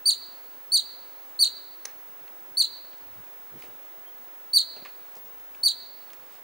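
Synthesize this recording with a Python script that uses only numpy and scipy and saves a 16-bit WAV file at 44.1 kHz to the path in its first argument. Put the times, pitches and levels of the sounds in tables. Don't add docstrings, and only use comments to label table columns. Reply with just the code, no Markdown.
import sys
import numpy as np
from scipy import signal
from scipy.fft import rfft, irfft, next_fast_len
from scipy.io import wavfile
from scipy.ndimage import map_coordinates

SR = 44100
rng = np.random.default_rng(int(sys.argv[2]) if len(sys.argv) > 2 else 0)


def put_to_file(sound):
    columns = np.atleast_2d(sound).T
    safe = np.clip(columns, -1, 1)
    whole_steps = np.round(safe * 32767)
    wavfile.write(sys.argv[1], SR, whole_steps.astype(np.int16))


N = 283563

# start in seconds, length in seconds, crest pitch in Hz, then trims in dB
CHIRPS = [(0.0552, 0.058, 4672, 1, 2, 0, -0.5), (0.718, 0.063, 4620, -0.5, 1, -0.5, -1),
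          (1.3903, 0.061, 4617, 0, 0.5, 0.5, -0.5), (2.5699, 0.06, 4618, 0.5, -0.5, -0.5, 0),
          (4.5307, 0.0615, 4656, 0, -1.5, 1.5, -6), (5.631, 0.06, 4646, 0, -2, 0.5, -4)]
# frequency in Hz, gain in dB.
THROAT = [(2700, -36.5), (3400, -37.5), (3950, -17.5), (4300, -15), (4650, -18.5), (5500, -40),
          (6800, -21.5), (7900, -34), (8950, -25), (9300, -27), (10400, -50.5), (11500, -35.5),
          (12700, -34), (14000, -38)]
COUPLING_TONES = [(1, 1), (0, 2), (-1, 2), (3, -1), (4, -1)]
# level of one coupling tone in dB, relative to the second whistle.
COUPLING_DB = [-11.5, -12.5, -19.5, -21, -17.5]
# delay in seconds, spread in seconds,
# relative level in dB, lean to the left in dB.
BUSHES = [(.0062, .003, -18, -1), (.0278, .0014, -17, -4.5), (.031, .005, -18.5, -4), (.041, .002, -23, 0)]
# frequency in Hz, gain in dB.
ECHO_COLOUR = [(2500, 10.5), (4500, 4.5), (6500, -1.5), (9200, 4), (13000, -2)]
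# frequency in Hz, left-right likeness (1 is mono).
ECHO_LIKENESS = [(2000, 1), (4300, 0.7), (9000, -.1), (14000, 0.025)]
# frequency in Hz, relative level in dB.
SNAP_COLOUR = [(150, -51), (300, -34), (500, -19), (1200, -23), (2300, -19.5), (2900, -28), (4300, -14),
               (5200, -13.5), (6100, -2.5), (7300, -24.5), (9300, -25), (10600, -17.5), (12500, -33),
               (15000, -45)]
# start in seconds, time to fall 60 dB in seconds, then the relative
# levels of the low, middle and high band in dB.
RUSTLES = [(2.279, .035, -62, -47, -62), (2.929, 0.042, -55, -47, -74.5), (3.623, .025, -61, -41, -48),
           (3.636, .2, -52.5, -51, -60), (4.764, .14, -44, -52.5, -57.5), (4.851, .14, -56, -42, -55.5),
           (4.858, .06, -52, -47, -63), (5.1532, .014, -58, -52, -43.5), (5.166, .1, -50, -57, -51.5),
           (5.249, .3, -54, -62, -60), (5.397, .03, -64, -50, -54.5), (5.549, 0.044, -53, -51, -56.5),
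           (6.103, 0.027, -67, -45.5, -56), (6.133, 0.037, -57, -47, -47.5)]
# frequency in Hz, relative level in dB.
RUSTLE_BANDS = [
    [(80, -27), (300, -11), (700, -5.5), (1500, -27), (5000, -57)],
    [(400, -41), (1100, -4), (2600, 5), (4500, -10), (12000, -42)],
    [(2000, -25), (5000, 0), (11000, -5.5), (15000, -12.5)],
]
# centre in seconds, half length in seconds, level in dB,
# lower edge in Hz, upper edge in Hz.
BUMPS = [(2.113, 0.036, -66.5, 64, 140), (2.23, 0.02, -68, 65, 138), (2.52, .03, -60, 140, 450),
         (3.14, 0.11, -66, 55, 139.6), (3.196, 0.017, -52.5, 60, 151), (3.559, 0.0346, -52, 125, 360),
         (3.67, 0.064, -59.5, 110, 520), (4.828, 0.0062, -50.5, 190, 600)]
# centre in seconds, half length in seconds, level in dB.
SWISHES = [(2.62, .04, -54), (3.619, .06, -57), (5.29, .04, -65.5), (5.847, .06, -63), (6.34, .05, -58)]
# frequency in Hz, relative level in dB.
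TREE_COLOUR = [(15, -59.5), (25, -33.5), (86, -16), (175, -11), (297, -5.5), (689, -2), (851, -4),
               (1200, -4.5), (1780, -7), (2500, -11.5), (3170, -13), (4020, -15), (4710, -16.5),
               (6460, -18), (13500, -20)]
# frequency in Hz, left-right likeness.
AIR_LIKENESS = [(60, .55), (150, 0.72), (400, .94), (1000, 0.89), (2400, .62), (6000, .2), (14000, .1)]
# time in seconds, then the relative
# left and right levels in dB.
WHINE_LEVELS = [(5.0, -48, -44.5), (5.4, -46, -45), (5.7, -46.8, -46), (6.0, -51, -44), (6.3, -51.5, -47)]
# frequency in Hz, relative level in dB.
FIZZ_COLOUR = [(14800, -60), (14980, -6), (15250, -1), (15500, 0), (15720, -8), (15800, -60)]


def squirrel():
    track = np.zeros((2, N))
    for start, *shape in CHIRPS:
        add(track, start, meadow(chirp(*shape), BUSHES, echo_db=-16))
    return track


def chirp(length, crest_hz, db, second_db, third_db, whistle_db, jitter=.003, break_up=.023,
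          brighten=.4, rasp_db=-32, flutter_db=1.6, attack_s=.0036, release_s=.002):
    n = int(length * SR)
    t = np.arange(n) / SR
    progress = t / length
    unsteady = jitter + break_up * progress ** 10
    pitch = crest_hz * pitch_arch(progress)
    phase = 2 * np.pi * np.cumsum(pitch * (1 + unsteady * wobble(890, n))) / SR
    push_db = effort(progress)
    levels = [amp(trim_db + along(THROAT, k * pitch) + push_db * (1 + brighten * (k - 1)))
              for k, trim_db in enumerate([0, second_db, third_db], 1)]
    voice = sum(level * np.sin(k * phase) for k, level in enumerate(levels, 1))
    voice += amp(whistle_db) * second_whistle(progress, phase, jitter)
    turbulence = noise([(2000, -27.5), (5000, -10.5), (8000, 0), (14000, -7.5)], AIR_LIKENESS, n)[0]
    voice += amp(rasp_db) * levels[0] * turbulence
    gate = (1 - np.exp(-t / attack_s)) * np.clip((length - t) / release_s, 0, 1)
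    flutter = flutter_db * wobble(201.6, n)
    return np.sqrt(2) * voice * gate * amp(db + flutter)


def pitch_arch(progress, crest_at=.35, rise=.095, sag=.305, plunge=.12):
    before, after = either_side(progress, crest_at)
    return 1 - rise * before ** 2.4 - sag * after ** 2 - plunge * after ** 10


def effort(progress, peak_at=.58, build_db=4.5, fade_db=4):
    before, after = either_side(progress, peak_at)
    return -build_db * before - fade_db * after ** 2


def second_whistle(progress, voice_phase, jitter, centre=.43, half=.115, hz=6045, fall_hz=650, db=-31.5):
    pitch = hz - fall_hz * (progress - centre)
    phase = 2 * np.pi * np.cumsum(pitch * (1 + jitter * wobble(730, len(progress)))) / SR
    coupled = sum(amp(level) * np.sin(a * voice_phase + b * phase)
                  for (a, b), level in zip(COUPLING_TONES, COUPLING_DB))
    return amp(db) * hump(progress, centre, half) * (np.sin(phase) + coupled)


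def meadow(x, bushes=(), echo_db=-40, echo_s=.0272, treble_loss=34):
    t = np.arange(int(.6 * SR)) / SR
    power = scatter(t) * pan(-1.2) ** 2 / SR
    for delay, spread, db, lean_db in bushes:
        cluster = hump(t, delay, spread)
        power += (amp(db) * pan(lean_db)) ** 2 * cluster / cluster.sum()
    paths = np.sqrt(power) * noise([(1000, 0)], ECHO_LIKENESS, len(t))
    paths[:, round(echo_s * SR)] += amp(echo_db) * pan(-3)[:, 0]
    hz, age, spectra = signal.stft(paths, SR, nperseg=256)
    absorbed_db = treble_loss * age * np.maximum((hz[:, None] / 6000) ** 2 - .6, 0)
    spectra *= amp(along(ECHO_COLOUR, hz)[:, None] - absorbed_db)
    response = signal.istft(spectra, SR, nperseg=256)[1]
    response[:, 0] += 1
    return signal.fftconvolve(x[None], response, axes=1)


def scatter(t, grass_hold_s=.033, grass_t60=.19, forest_peak_s=.14, forest_peak_db=-15):
    grass_db = -60 * np.maximum(t - grass_hold_s, 0) / grass_t60
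    decades = np.log10((t + 1 / SR) / forest_peak_s)
    forest_db = forest_peak_db + np.minimum(39.5 * decades, -53 * decades)
    return amp(grass_db) ** 2 + amp(forest_db) ** 2


def snap(start=1.8524, db=-29, attack_s=.0006, hold_s=.0051, t60=.013, wet=.7):
    track, t = np.zeros((2, N)), np.arange(SR // 20) / SR
    envelope = np.clip(t / attack_s, 0, 1) * amp(db - 60 * np.maximum(t - hold_s, 0) / t60)
    burst = envelope * noise(SNAP_COLOUR, AIR_LIKENESS, len(t))[0]
    add(track, start, wet * meadow(burst))
    add(track, start, (1 - wet) * burst)
    return track


def knock(start=4.857, hz=1138, t60=.03, db=-38):
    track, t = np.zeros((2, N)), np.arange(SR // 10) / SR
    add(track, start, amp(db - 60 * t / t60) * np.sin(2 * np.pi * hz * t))
    return track


def rustles(grain_db=2, trim_db=-1.5):
    track, t = np.zeros((2, N)), np.arange(SR // 4) / SR
    for start, t60, *levels in RUSTLES:
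        scuff = sum(amp(level) * noise(band, [(1000, .96)], len(t))
                    for level, band in zip(levels, RUSTLE_BANDS))
        grain = grain_db * wobble(400, len(t))
        add(track, start, scuff * amp(trim_db - 60 * t / t60 + grain))
    return track


def bumps():
    track = np.zeros((2, N))
    for centre, half, db, low_hz, top_hz in BUMPS:
        colour = [(low_hz / 3, -20), (low_hz, 0), (top_hz, 0), (2 * top_hz, -15), (8 * top_hz, -50)]
        start, envelope = swell(centre, half, db)
        add(track, start, envelope * noise(colour, [(60, .5), (250, 1)], len(envelope)))
    return track


def swishes():
    track = np.zeros((2, N))
    colour = [(300, -17), (2000, 3), (5000, -1), (13000, -6)]
    for centre, half, db in SWISHES:
        start, envelope = swell(centre, half, db)
        add(track, start, envelope * noise(colour, AIR_LIKENESS, len(envelope)))
    return track


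def peep(centre_s=4.079, half_s=.016, hz=3220, db=-59):
    track = np.zeros((2, N))
    start, envelope = swell(centre_s, half_s, db)
    t = np.arange(len(envelope)) / SR
    tone = np.sin(2 * np.pi * hz * t + wobble(300, len(t)))
    add(track, start, meadow(envelope * tone))
    return track


def distant_trees(db=-55.5, sway_db=.43, lean_db=-1):
    return noise(TREE_COLOUR, AIR_LIKENESS, N) * amp(db + sway_db * wobble(6, N)) * pan(lean_db)


def whine(hz=15634.6, trim_db=2, side_hz=15219, side_db=-72, fizz_db=-61):
    t = np.arange(N) / SR
    lag = 2.45 - 1.6 * hump(t, 5.25, .06)
    tone = amp(curves(WHINE_LEVELS, t)) * np.sin(2 * np.pi * hz * t + np.array([-lag, lag]) / 2)
    side_tone = amp(side_db) * np.sin(2 * np.pi * side_hz * t + wobble(40, N))
    fizz = amp(fizz_db) * noise(FIZZ_COLOUR, [(15000, .7)], N)
    return np.sqrt(2) * (amp(trim_db) * tone + side_tone) + fizz


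def amp(db):
    return 10 ** (np.asarray(db) / 20)


def pan(lean_db):
    return amp([[lean_db / 2], [-lean_db / 2]])


def hump(at, centre, half):
    return np.exp(-((at - centre) / half) ** 2)


def swell(centre, half, db):
    t = np.arange(SR // 2) / SR
    middle = t[-1] / 2
    return centre - middle, amp(db) * hump(t, middle, half)


def either_side(progress, peak):
    return np.maximum(1 - progress / peak, 0), np.maximum(progress - peak, 0) / (1 - peak)


def along(points, hz):
    freqs, values = np.transpose(points)
    return np.interp(np.log(hz + 1), np.log(freqs + 1), values)


def curves(rows, at):
    times, *lanes = np.transpose(rows)
    return [np.interp(at, times, lane) for lane in lanes]


def wobble(rate, size):
    knots = rng.standard_normal(int(size * rate / SR) + 4)
    return map_coordinates(knots, [np.arange(size) * rate / SR])


def filtered(x, response):
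    n = x.shape[-1]
    padded = next_fast_len(n + 8192)
    return irfft(rfft(x, padded) * response(np.fft.rfftfreq(padded, 1 / SR)), padded)[..., :n]


def noise(colour, likeness, size):
    def mid_side_gains(hz):
        width = np.arccos(np.clip(along(likeness, hz), -1, 1)) / 2
        return amp(along(colour, hz)) * [np.cos(width), np.sin(width)]
    mid, side = filtered(rng.standard_normal((2, size)), mid_side_gains)
    stereo = np.array([mid + side, mid - side])
    return stereo / np.sqrt(np.mean(stereo ** 2) + 1e-20)


def add(track, start, sound):
    part = track[:, round(start * SR):][:, :sound.shape[-1]]
    part += sound[..., :part.shape[1]]


def scene():
    calls = squirrel()
    small_sounds = snap() + knock() + rustles() + bumps() + swishes() + peep()
    return calls + small_sounds + distant_trees() + whine()


def record(dry, top_hz=15886):
    return filtered(dry, lambda hz: hz < top_hz)


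dry = scene()
out = record(dry)
put_to_file(out)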